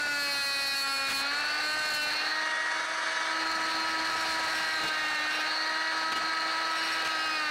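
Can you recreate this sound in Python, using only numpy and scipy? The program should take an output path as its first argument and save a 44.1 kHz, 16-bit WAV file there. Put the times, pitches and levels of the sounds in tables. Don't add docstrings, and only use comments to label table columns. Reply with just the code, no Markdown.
import sys
import numpy as np
from scipy import signal
from scipy.fft import rfft, irfft, next_fast_len
from scipy.io import wavfile
from scipy.ndimage import uniform_filter1d

SR = 44100
rng = np.random.default_rng(int(sys.argv[2]) if len(sys.argv) > 2 else 0)


def wrap_up_sound(samples):
    columns = np.atleast_2d(samples).T
    tamed = np.clip(columns, -1, 1)
    steps = np.round(tamed * 32767).astype(np.int16)
    wavfile.write(sys.argv[1], SR, steps)


N = 330913
TIME = np.arange(N) / SR


def amp(db):
    return 10 ** (np.asarray(db) / 20)


def evened(x):
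    return x / np.sqrt(np.mean(x ** 2) + 1e-20)


def curves(rows):
    seconds, *columns = np.transpose(rows)
    return [np.interp(TIME, seconds, column) for column in columns]


def colour(x, points):
    size = next_fast_len(N)
    hz, db = np.transpose(points)
    bins_hz = np.fft.rfftfreq(size, 1 / SR)
    gain = amp(np.interp(np.log(bins_hz + 1), np.log(hz), db))
    return evened(irfft(rfft(x, size) * gain, size)[:N])


def drift(rate_hz):
    steps = rng.standard_normal(4096)
    return evened(np.interp(TIME * rate_hz, np.arange(len(steps)), steps))


def tone(hz):
    turns = np.cumsum(hz) / SR + rng.random()
    return np.sqrt(2) * np.sin(2 * np.pi * turns)


def swell(start, length, rise):
    corners = [0, min(rise, length / 2), max(length - rise, length / 2), length]
    return np.interp(TIME, start + np.array(corners), [0, 1, 1, 0])


def by_state(engagement, states):
    return np.interp(engagement, np.arange(len(states)), states)


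# (time [s], strokes per second [Hz])
STROKE_SPEED = [(0.0, 293.2), (0.42, 279.5), (1.05, 272.8), (1.2, 274.7), (1.41, 294.4), (1.76, 307),
                (1.9, 305), (2.0, 299.3), (2.11, 302.2), (2.35, 312.8), (3.15, 322.4), (4.38, 322.6),
                (4.55, 319), (4.7, 319.1), (5.2, 304.3), (5.5, 313.1), (5.87, 320), (6.6, 322.7),
                (6.97, 322.6), (7.3, 314.9), (7.5, 300.7)]


def stroke_speed(flutter=0.000703):
    return curves(STROKE_SPEED)[0] * (1 + flutter * drift(60))


# (time [s], engagement [0 free, 1 grazing, 2 cutting, 3 bound, 4 jammed])
BLADE_ENGAGEMENT = [(0, 2.5), (.2, 3), (1.05, 3.5), (1.25, 2.5), (1.45, 2.5), (1.8, 2.5), (2.2, 2.5),
                    (2.4, 0.9), (2.55, 0), (3.2, 0), (3.4, 1), (4.35, 1), (4.9, 2), (5.35, 2), (5.6, 1),
                    (6.6, 1.25), (7.25, 2.23), (7.5, 2.5)]


def blade_engagement():
    return curves(BLADE_ENGAGEMENT)[0]


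# (order, free [dB], grazing [dB], cutting [dB], bound [dB])
STROKE_HARMONICS = [(1, -54.5, -50, -51.5, -53.5), (2, -47, -49.5, -54, -52), (3, -42.5, -41.5, -48, -49.5),
                    (4, -43, -39.5, -41.5, -47), (5, -50, -44.5, -39, -41.5), (6, -42, -44, -44, -39),
                    (7, -45.5, -48.5, -49.5, -41), (8, -73, -57.5, -50.5, -44.5), (9, -48.5, -50, -45, -40),
                    (10, -53.5, -56.5, -56, -47.5), (11, -48, -55, -52.5, -56),
                    (12, -49.5, -53.5, -49, -59), (13, -63, -46, -46, -54), (14, -53.5, -53.5, -54, -52.5),
                    (15, -55.5, -53.5, -57.5, -41.5), (16, -71, -75, -61, -42), (17, -70, -72, -58, -51),
                    (18, -61, -63, -76, -50), (19, -54.5, -61.5, -78, -52), (20, -62, -86, -65, -56.5)]
TOOL_RESONANCES = {"hum": (320, 78, 0), "growl": (610, 65, -0.38), "drone": (1260, 90, 0),
                   "whine": (1525, 130, -1.8), "cry": (1900, 132, -2.8), "snarl": (2030, 160, -0.35),
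                   "rasp": (2450, 115, 2.5), "clank": (2900, 150, -1.3), "ring": (4230, 128, 0.89),
                   "shriek": (4470, 86, 1.6), "whistle": (5000, 180, 0)}
# (start [s], length [s], resonance name, boost [dB])
SINGING_SPELLS = [(-.1, 0.36, "whine", 12), (-.1, 0.33, "cry", 6), (-.1, .5, "growl", 8),
                  (0.147, 0.71, "ring", 6.5), (.25, 0.51, "shriek", 1.5), (0.303, 0.62, "cry", 4.5),
                  (.72, 0.39, "shriek", 7.5), (.76, 0.36, "drone", 11), (1.093, 0.35, "ring", 9.5),
                  (1.25, 0.54, "shriek", 9.5), (1.323, .82, "whine", 8.5), (1.6, 0.51, "growl", 6.5),
                  (1.6, 0.78, "ring", 15), (1.62, 0.44, "cry", 4.5), (1.88, 0.21, "clank", 12),
                  (2.076, 0.28, "shriek", 7), (2.189, .57, "cry", 13), (3.25, 0.854, "hum", 3.5),
                  (3.15, .9, "drone", 1), (4.362, 0.66, "whine", 4), (4.343, 0.47, "cry", 5),
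                  (4.62, 0.73, "snarl", 5), (4.948, 0.4, "cry", 10.5), (4.45, .35, "ring", 4.5),
                  (4.8, 0.86, "clank", 3.5), (5.463, .22, "shriek", 19), (5.546, 0.4, "cry", 9.5),
                  (5.923, 0.827, "drone", 4.5), (6.124, .08, "clank", 15), (5.946, 1, "cry", 4.5),
                  (7.173, .28, "rasp", 7.5), (7.12, 0.3, "whistle", 10.5), (7.052, 0.45, "drone", 5),
                  (7.35, .25, "cry", 6)]
SWELL_S = 0.056
WAVER_GROWTH = 0.33


def resonance_boosts(slow):
    boosts = {name: rest_db for name, (_, _, rest_db) in TOOL_RESONANCES.items()}
    for start, length, name, db in SINGING_SPELLS:
        boosts[name] = boosts[name] + db * swell(start, length, SWELL_S)[slow]
    return boosts


def buzz(speed, waver_db=1.5, waver_hz=34, steadying=0.083, steadying_per_db=0.07, slip_hz=1, bite_db=0.27):
    engagement = blade_engagement()
    slow = slice(None, None, 64)
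    boosts = resonance_boosts(slow)
    out = np.zeros(N)
    for order, (_, *states) in enumerate(STROKE_HARMONICS, 1):
        lift = 0
        for name, (hz, width, _) in TOOL_RESONANCES.items():
            distance = (order * speed[slow] - hz) / width
            lift = lift + boosts[name] * np.exp(-.5 * distance ** 2)
        steadiness = steadying * engagement[slow] + steadying_per_db * lift
        waver = waver_db * order ** WAVER_GROWTH * np.exp(-steadiness)
        db = by_state(engagement[slow], states) + lift + waver * drift(waver_hz)[slow]
        level = amp(np.interp(TIME, TIME[slow], db))
        out += level * tone(order * speed + slip_hz * drift(waver_hz))
    return amp(bite_db * engagement) * out


def chatter(turns, depth, uneven_db):
    stroke_db = uneven_db * rng.standard_normal(4096)
    gate = 1 + np.clip(depth, 0, 1) * np.cos(2 * np.pi * turns)
    return gate * amp(stroke_db[turns.astype(int)]) * rng.standard_normal(N)


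# (drive rattle [dB], tooth scrape [dB], blade ring [dB])
FRICTION_LEVELS = [(-32, -52, -48), (-34.5, -45.5, -42), (-36.3, -43, -44), (-40.5, -49, -44.5),
                   (-44, -51, -42.5)]
# (start [s], length [s], rattle and scrape boost [dB], ring boost [dB])
JUDDER_SPELLS = [(1.061, 0.081, 8, 9), (1.162, 0.18, 0.5, 0), (1.3, 0.38, 4, 5), (1.88, .1, 2, 12.5),
                 (2.07, 0.257, 4, 5.5), (3.422, 0.18, 0.5, 0), (5.5, 0.19, 0.5, 6.5), (5.7, 1.2, -1, 1.5)]
# (frequency [Hz], relative level [dB])
RATTLE_SPECTRUM = [(30, -40), (150, -27), (400, -18), (650, -8.5), (780, -9.5), (930, -10), (1200, -2.5),
                   (1750, 1.5), (2300, -10.5), (3300, -16.5), (6000, -17), (7600, -27.5), (8400, -20),
                   (9300, -33), (10500, -32.5), (13000, -53)]
# (frequency [Hz], relative level [dB])
SCRAPE_SPECTRUM = [(100, -61), (1800, -1.5), (2450, 5.5), (2900, 1.5), (3350, -8.5), (3800, 3),
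                   (5200, -8.5), (7000, -40), (10500, -23), (13000, -25.5)]
# (frequency [Hz], relative level [dB])
RING_SPECTRUM = [(100, -73), (3200, -34.5), (3900, -12.5), (4300, 3), (4700, -8.5), (5300, -52),
                 (15000, -56)]
# (frequency [Hz], relative level [dB])
LATH_SPECTRUM = [(100, -29), (380, -16), (470, -9.5), (660, -8), (790, 2), (950, -10), (1600, -29),
                 (5000, -62)]
JUDDER_RISE_S = 0.029
SKID_SCRAPE_DB = 3.5


def friction(speed, rattle_db=0.0, scrape_db=2.0, ring_db=-0.1, lath_db=-2, throb_db=1.08, throb_per_stroke=0.064):
    turns = np.cumsum(speed) / SR
    back = turns + .5
    engagement = blade_engagement()
    rattle, scrape, ring = (by_state(engagement, states) for states in np.transpose(FRICTION_LEVELS))
    for start, length, rough_db, ringing_db in JUDDER_SPELLS:
        flare = swell(start, length, JUDDER_RISE_S)
        rattle = rattle + rough_db * flare
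        scrape = scrape + rough_db * flare
        ring = ring + ringing_db * flare
    skid = SKID_SCRAPE_DB * sum(swell(start, length, JUDDER_RISE_S) for start, length, _ in SQUEAL_FITS)
    touch = np.clip(engagement, 0, 1)
    throb = throb_db * tone(throb_per_stroke * speed + drift(8))

    housing = colour(chatter(turns, depth=0.38, uneven_db=0.5), RATTLE_SPECTRUM)
    teeth = colour(chatter(back, depth=0.32, uneven_db=2.0), SCRAPE_SPECTRUM)
    blade = colour(chatter(back, depth=0.42, uneven_db=3.0), RING_SPECTRUM)
    laths = colour(chatter(turns, depth=0.75, uneven_db=4.0), LATH_SPECTRUM)
    return (amp(rattle + rattle_db + throb) * housing
            + amp(scrape + skid + scrape_db) * teeth
            + amp(ring + ring_db) * blade
            + amp(scrape + lath_db) * touch * laths)


# (multiple of the stroke speed, level when free [dB], change per step of engagement [dB], wander [Hz])
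BEARING_TONES = [(5.32, -42.5, -3.5, 15.54), (13.44, -56, -8, 18.4), (14, -56.5, 2, 13.2),
                 (30.6, -61, -11, 20)]


def bearings(speed):
    engagement = blade_engagement()
    out = np.zeros(N)
    for multiple, free_db, step_db, wander_hz in BEARING_TONES:
        level = amp(free_db + step_db * engagement)
        out += level * tone(multiple * speed + wander_hz * drift(90))
    return out


# (start [s], length [s], level [dB])
AIR_GUSTS = [(1.699, .55, -69), (3.296, 1.24, -61), (5.95, 0.45, -56)]
GUST_RISE_S, STEADY_AIR_DB = 0.27, -65.5


def draught():
    gusts = sum(amp(db) * swell(start, length, GUST_RISE_S) for start, length, db in AIR_GUSTS)
    spectrum = [(10, -13), (35, -2.0), (110, -6.0), (250, -0.5), (700, -14), (3000, -60)]
    return (amp(STEADY_AIR_DB) + gusts) * colour(rng.standard_normal(N), spectrum)


# (start [s], decay length [s], grains [dB], dull knock [dB])
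PLASTER_BREAKS = [(1.097, 0.036, -27, -49), (1.14, 0.082, -47, -68), (1.929, 0.045, -45, -60),
                  (2.026, 0.022, -43, -63), (4.829, 0.045, -52, -40), (4.873, 0.021, -38, -50),
                  (6.118, 0.018, -30.5, -38.5), (6.152, 0.04, -36, -44), (7.046, 0.042, -33, -63)]
# (frequency [Hz], relative level [dB])
CRUMBLE_SPECTRUM = [(30, -13), (200, -14), (700, 2), (2500, 13), (8000, -5), (15000, -15)]
# (frequency [Hz], relative level [dB])
KNOCK_SPECTRUM = [(25, -6), (130, -8), (450, 0), (900, -3), (2500, -33)]


def plaster(grains_per_s=2500, spread_db=3, rise_s=0.0037):
    shower, knock = np.zeros((2, N))
    for start, length, grains_db, knock_db in PLASTER_BREAKS:
        age = np.maximum(TIME - start, 0)
        burst = (1 - np.exp(-age / rise_s)) * np.exp(-(age / length) ** 2)
        shower += amp(grains_db) * burst
        knock += amp(knock_db) * burst
    falls = rng.random(N) < grains_per_s / SR
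    sizes = amp(spread_db * rng.exponential(1, N).clip(0, 4))
    grains = falls * rng.standard_normal(N) * sizes
    return shower * colour(grains, CRUMBLE_SPECTRUM) + knock * colour(rng.standard_normal(N), KNOCK_SPECTRUM)


# (start [s], length [s], level [dB])
SQUEAL_FITS = [(3.678, 0.069, -58), (3.862, 0.084, -54), (4.07, 0.3, -56), (4.419, 0.38, -56),
               (5.29, 0.15, -54.5), (6.697, 0.12, -51), (6.818, 0.18, -55)]
# (frequency [Hz], wander [Hz], relative level [dB])
BENDING_MODES = [(5530, 70, 6.5), (8090, 38.5, -3.5), (9950, 120, -7.5)]


def squeals(stutter_db=3):
    level = np.zeros(N)
    for start, length, db in SQUEAL_FITS:
        progress = np.clip((TIME - start) / length, 0, 1)
        level += amp(db) * np.sqrt(np.sin(np.pi * progress).clip(0))
    stutter = amp(stutter_db * drift(70))
    modes = sum(amp(db) * tone(hz + wander_hz * drift(300)) for hz, wander_hz, db in BENDING_MODES)
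    return level * stutter * modes


# (time [s], relative level [dB])
MICROPHONE_LOUDNESS = [(0, 0.5), (.4, -0.5), (1.2, 0), (1.28, -5), (1.55, -7), (1.7, -1.5), (2.06, -2),
                       (2.18, -8), (2.65, -16), (3.25, -15), (3.5, -5), (4, -6.5), (4.2, -2), (4.6, -2.5),
                       (4.8, -4.5), (5.3, -5), (5.55, -10.5), (6.6, -7), (7.1, -4.5), (7.5, -5.5)]
JOLT_DB = 2.5


def scene(trim_db=30, tremble_db=0.47, tremble_hz=14, jolt_rise_s=0.009):
    speed = stroke_speed()
    tool = buzz(speed) + friction(speed) + bearings(speed) + draught() + plaster() + squeals()
    jolts = JOLT_DB * sum(swell(start, length, jolt_rise_s) for start, length, _, _ in PLASTER_BREAKS)
    tremble = tremble_db * drift(tremble_hz)
    loudness_db = curves(MICROPHONE_LOUDNESS)[0] + jolts + tremble + trim_db
    return (amp(loudness_db) * tool)[None]


def overload(x, lopsided=0.0083, knee=4.5):
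    fine = signal.resample_poly(x, 2, 1)
    push = abs(fine * (1 + lopsided * np.sign(fine)))
    fine = fine / (1 + push ** knee) ** (1 / knee)
    low_cut = signal.butter(1, 35, "high", fs=SR, output="sos")
    return signal.sosfilt(low_cut, signal.resample_poly(fine, 1, 2))


EDGE_HZ = 15750


def record(dry, target_db=-30, most_gain_db=-16, settle_s=0.057):
    x = overload(dry[0])
    power = abs(uniform_filter1d(x ** 2, int(settle_s * SR) + 1))
    power_db = 10 * np.log10(power + 1e-12)
    x = x * amp(np.minimum(target_db - power_db, most_gain_db))
    band_limit = signal.firwin(801, EDGE_HZ, window=("kaiser", 9), fs=SR)
    return signal.oaconvolve(x, band_limit, "same")[None]


dry = scene()
out = record(dry)
wrap_up_sound(out)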